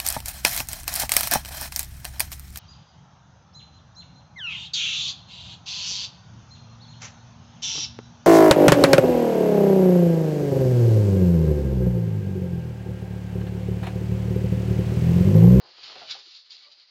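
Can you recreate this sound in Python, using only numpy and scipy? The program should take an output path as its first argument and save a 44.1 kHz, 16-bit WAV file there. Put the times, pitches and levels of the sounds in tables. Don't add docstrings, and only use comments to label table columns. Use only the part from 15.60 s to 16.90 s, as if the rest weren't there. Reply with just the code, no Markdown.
import sys
import numpy as np
from scipy import signal
from scipy.fft import rfft, irfft, next_fast_len
from scipy.io import wavfile
from scipy.ndimage import uniform_filter1d

SR = 44100
rng = np.random.default_rng(int(sys.argv[2]) if len(sys.argv) > 2 else 0)


def dump_mix(stems):
    frames = np.atleast_2d(stems).T
    limited = np.clip(frames, -1, 1)
    pcm = np.round(limited * 32767).astype(np.int16)
    wavfile.write(sys.argv[1], SR, pcm)


N = 57330
TIME_S = np.arange(N) / SR


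def amp(db):
    return 10 ** (np.asarray(db) / 20)


def unit_rms(x):
    return x / np.sqrt(np.mean(x ** 2) + 1e-20)


def coloured(x, spectrum):
    size = 2 * next_fast_len(N)
    freq_hz, level_db = np.transpose(spectrum)
    bins_hz = np.fft.rfftfreq(size, 1 / SR) + 1
    gain = amp(np.interp(np.log(bins_hz), np.log(freq_hz), level_db))
    cepstrum = irfft(np.log(gain))
    cepstrum[1:size // 2] *= 2
    cepstrum[size // 2 + 1:] = 0
    return irfft(rfft(x, size) * np.exp(rfft(cepstrum)))[:N]


def swells(rows):
    power = np.zeros(N)
    for peak_s, level_db, rise_s, fall_s in rows:
        t = TIME_S - peak_s
        power += amp(level_db - 20 * np.where(t < 0, -t / rise_s, t / fall_s)) ** 2
    return np.sqrt(power)


def ping(start_s, pitch_hz, t60_s):
    t = np.maximum(TIME_S - start_s, 0)
    return np.sin(2 * np.pi * pitch_hz * t) * amp(-60 * t / t60_s) * (1 - np.exp(-t * pitch_hz))


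def rough_tone(centre_s, pitch_hz, level_db, sigma_s, jitter=0.011, roughness=0.3):
    freq_hz = pitch_hz * (1 + jitter * unit_rms(uniform_filter1d(rng.standard_normal(N), size=150)))
    flutter = unit_rms(1 + roughness * unit_rms(uniform_filter1d(rng.standard_normal(N), size=200)))
    envelope = amp(level_db) * np.exp(-0.5 * ((TIME_S - centre_s) / sigma_s) ** 2)
    return envelope * flutter * np.sin(2 * np.pi * np.cumsum(freq_hz) / SR)


def collisions(rate_per_s, spectrum, size_spread_db=2, grind_share=0.27):
    hits = rng.random(N) < rate_per_s / SR
    sizes = amp(size_spread_db * np.clip(rng.standard_normal(N), -2, 2))
    signs = rng.choice([-1, 1], N)
    clicks = np.sqrt(1 - grind_share) * unit_rms(hits * sizes * signs / np.sqrt(rate_per_s))
    grinding = np.sqrt(grind_share) * rng.standard_normal(N)
    return unit_rms(coloured(clicks + grinding, spectrum))


# freq_hz, density_db
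HISS_SPECTRUM = [(30, -43), (70, -13.5), (200, -25), (500, -14), (1200, -11.5), (2500, -7), (3500, -5),
                 (4400, 2.5), (4900, -5.5), (5600, -14.5), (7200, -39)]


def hiss(level_db=-65):
    return amp(level_db) * unit_rms(coloured(rng.standard_normal(N), HISS_SPECTRUM))


# centre_s, pitch_hz, level_db, sigma_s
LOW_BLIP_TONES = [(.674, 345, -64.5, .009), (.673, 450, -68.5, .008)]


def low_blip():
    return sum(rough_tone(*row) for row in LOW_BLIP_TONES)


# centre_s, pitch_hz, level_db, sigma_s
SQUEAK_TONES = [(1.024, 2220, -61.5, 0.012), (1.054, 2255, -57.5, 0.0065), (1.082, 581, -64, 0.016),
                (1.075, 1165, -64.5, 0.021)]


def squeaks():
    return sum(rough_tone(*row) for row in SQUEAK_TONES)


def wall_reverb(x, t60_s=0.15, delay_s=0.007, stride_s=0.25):
    out = np.zeros(N)
    for centre_s in np.arange(0, TIME_S[-1] + stride_s, stride_s):
        crossfade = np.sqrt(np.maximum(1 - np.abs(TIME_S - centre_s) / stride_s, 0))
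        tail = rng.standard_normal(N) * (TIME_S > delay_s) * amp(-60 * TIME_S / t60_s)
        out += signal.fftconvolve(x * crossfade, tail / np.linalg.norm(tail))[:N]
    return out


# delay_s, gain_db
REFLECTIONS = [(.0023, -18), (.0041, -13), (.0066, -6.5), (0.0106, -8.5)]


def with_echoes(x):
    echoes = sum(amp(db) * np.pad(x, (int(delay_s * SR), 0))[:N] for delay_s, db in REFLECTIONS)
    return (x + echoes) / np.sqrt(1 + sum(amp(db) ** 2 for _, db in REFLECTIONS))


# freq_hz, gain_db, t60_s
HOLLOW_MODES = [(704, 3, 0.081), (610, -10.5, 0.044), (644, -10, 0.2), (1379, -4.5, .06),
                (192, -16.5, 0.074)]


def hollow_knock(start_s=0.4165, gain_db=-38, attack_s=0.0022):
    t = np.maximum(TIME_S - start_s, 0)
    ring = sum(amp(db - 60 * t / t60_s) * np.sin(2 * np.pi * hz * t) for hz, db, t60_s in HOLLOW_MODES)
    return amp(gain_db) * ring * (1 - np.exp(-t / attack_s))


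# peak_s, level_db, rise_s, fall_s
LANDINGS = [(.005, -57, 0.01, 0.048), (0.064, -56.5, 0.12, 0.13), (0.186, -56.5, .025, 0.028),
            (0.251, -60.5, 0.067, 0.12), (0.302, -53, 0.055, .1), (.359, -46, 0.014, 0.055),
            (.42, -50, 0.017, 0.048), (0.511, -61, 0.17, 0.1), (0.55, -54, 0.012, 0.079),
            (0.67, -74.5, 0.024, 0.023), (.94, -72, 0.087, 0.17), (1.075, -69, 0.14, 0.22)]
# peak_s, level_db
SOIL_THUMPS = [(.05, -75), (.25, -73), (.42, -70), (.505, -66)]
# freq_hz, density_db
BED_SPECTRUM = [(30, -54), (60, -26.5), (120, -15), (250, -12), (350, -3), (550, 0), (800, 1), (1300, -5.5),
                (2000, -9), (5000, -38)]
SOIL_SPECTRUM = [(30, -38.5), (65, -3), (115, 2.5), (220, -7.5), (600, -36.5)]


def paw_thuds(soil_rise_s=0.09, soil_fall_s=0.053):
    crunch = swells(LANDINGS) * collisions(1500, BED_SPECTRUM)
    load = swells((peak_s, db, soil_rise_s, soil_fall_s) for peak_s, db in SOIL_THUMPS)
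    return crunch + load * unit_rms(coloured(rng.standard_normal(N), SOIL_SPECTRUM))


# start_s, level_db, pitch_hz
STONE_TAPS = [(.034, -46, 1050), (.058, -46, 650), (.069, -46, 800), (.299, -39, 1250), (.325, -44, 950),
              (.356, -38, 620), (.364, -39, 380), (.3665, -40, 520), (.5455, -40, 1200), (.551, -37.5, 780)]


def stone_taps(t60_s=0.018):
    return sum(amp(db) * ping(start_s, pitch_hz, t60_s) for start_s, db, pitch_hz in STONE_TAPS)


# start_s, level_db, pitch_hz
PEBBLE_SNAPS = [(.1705, -45, 3100), (.2364, -40, 4600), (.2814, -36, 4300), (.3177, -36, 4100),
                (.3566, -37, 3900), (.382, -36, 4400), (.5035, -33, 3800), (.506, -27, 4400),
                (.5088, -27, 3650), (.512, -27, 4800), (.5152, -29, 3900), (.5168, -26.5, 4600),
                (.5232, -29, 4200), (.5928, -37, 4400), (.7412, -43, 4400), (.751, -36, 3620),
                (.7634, -39, 4450), (.767, -42, 4600), (.777, -42, 4200), (.793, -46, 4600),
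                (.907, -41, 4600), (.9195, -40, 4200), (.9345, -38, 4400), (.9484, -39, 4250),
                (.9674, -39, 4750), (1.0303, -46, 4600), (1.0842, -47, 4400), (1.1201, -46, 4300),
                (1.1985, -46, 4400)]
# freq_hz, gain_db, t60_s
CLINK_MODES = [(3546, 0.5, .14), (3973, -1, 0.071), (4040, 1.5, 0.12), (4417, -0.5, 0.13),
               (4900, -0.5, .11), (4980, -2.5, 0.13), (2990, -6, 0.062)]
# freq_hz, density_db
FINE_SPECTRUM = [(60, -68), (110, -34.5), (300, -48.5), (1500, -26), (2600, -12), (3500, -2.5),
                 (4200, -0.5), (4900, -2.5), (5400, -9.5), (6200, -19.5), (7100, -20), (7500, -46.5)]


def pebble_snaps(click_gain_db=-2.5, click_t60_s=0.015, clink_gain_db=-25.5):
    out = np.zeros(N)
    for start_s, level_db, pitch_hz in PEBBLE_SNAPS:
        t = np.maximum(TIME_S - start_s, 0)
        burst = rng.standard_normal(N) * (t > 0) * amp(-60 * t / click_t60_s)
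        click = coloured(burst, FINE_SPECTRUM)
        click *= amp(click_gain_db) / np.abs(click).max()
        clink = np.zeros(N)
        for freq_hz, gain_db, t60_s in CLINK_MODES:
            decay = amp(clink_gain_db + gain_db + rng.normal(0, 1.3) - 60 * t / t60_s) * (t > 0)
            clink += decay * np.sin(2 * np.pi * (freq_hz * t + rng.random()))
        out += amp(level_db) * (click + ping(start_s, pitch_hz, t60_s=0.0077) + clink)
    return out


# peak_s, level_db, rise_s, fall_s, coarse_re_fine_db
PAW_SCUFFS = [(0.112, -55.5, 0.42, 0.19, -13), (.186, -54.5, 0.29, 0.14, -3), (0.239, -44, .08, 0.24, -6.5),
              (0.282, -48, 0.053, 0.13, -7.5), (0.317, -47, 0.029, .07, -3),
              (0.358, -50.5, 0.019, 0.05, -4.5), (0.393, -47, 0.042, 0.25, -4),
              (0.494, -45.5, 0.12, .05, -6.5), (.511, -32.5, .034, .04, -8.5), (.553, -48, .05, 0.15, -7.5),
              (0.593, -47.5, 0.05, 0.092, -11), (0.659, -49.5, 0.039, 0.15, -15),
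              (.715, -51.5, 0.12, 0.14, -9.5), (0.764, -49, 0.11, 0.13, -18.5),
              (0.863, -53, 0.031, 0.038, -13), (0.913, -43.5, 0.031, 0.11, -16),
              (0.983, -53.5, 0.023, 0.16, -13), (1.033, -52.5, 0.064, 0.088, -8),
              (1.119, -53, 0.055, 0.059, -14.5), (1.203, -54.5, 0.14, 0.13, -12),
              (1.287, -61, 0.038, 0.17, -7.5)]
# freq_hz, density_db
LOOSE_SPECTRUM = [(300, -55), (2000, -27), (3400, -11.5), (3900, -3), (4400, 1), (4900, -1), (5200, -10.5),
                  (6200, -20.5), (7200, -35.5)]
COARSE_SPECTRUM = [(40, -52), (70, -23), (140, -23), (300, -18), (700, -15), (1300, 0.5), (1700, -3.5),
                   (2300, 0.5), (3000, 5), (4000, -12), (7000, -36.5)]


def gravel_scuffs(fine_per_s=2200, loose_per_s=600, coarse_per_s=1500, light_touch_db=-51):
    fine_level = swells(row[:4] for row in PAW_SCUFFS)
    coarse_level = swells((peak_s, db + coarse_db, rise_s, fall_s)
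                          for peak_s, db, rise_s, fall_s, coarse_db in PAW_SCUFFS)
    rate_factor = np.maximum(unit_rms(fine_level), 1)
    loose_share = 1 / (1 + (fine_level / amp(light_touch_db)) ** 2)
    fine = np.sqrt(1 - loose_share) * collisions(fine_per_s * rate_factor, FINE_SPECTRUM)
    loose = np.sqrt(loose_share) * collisions(loose_per_s, LOOSE_SPECTRUM)
    coarse = collisions(coarse_per_s * rate_factor, COARSE_SPECTRUM)
    return fine_level * (fine + loose) + coarse_level * coarse


def scene(reverb_db=-6.5):
    steps = with_echoes(gravel_scuffs()) + pebble_snaps() + stone_taps() + paw_thuds() + hollow_knock()
    return (steps + hiss() + amp(reverb_db) * wall_reverb(steps) + low_blip() + squeaks())[None]


def record(dry, cutoff_hz=7500):
    size = 2 * next_fast_len(N)
    passband = np.fft.rfftfreq(size, 1 / SR) < cutoff_hz
    return irfft(rfft(dry, size) * passband, size)[:, :N]


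dry = scene()
out = record(dry)
dump_mix(out)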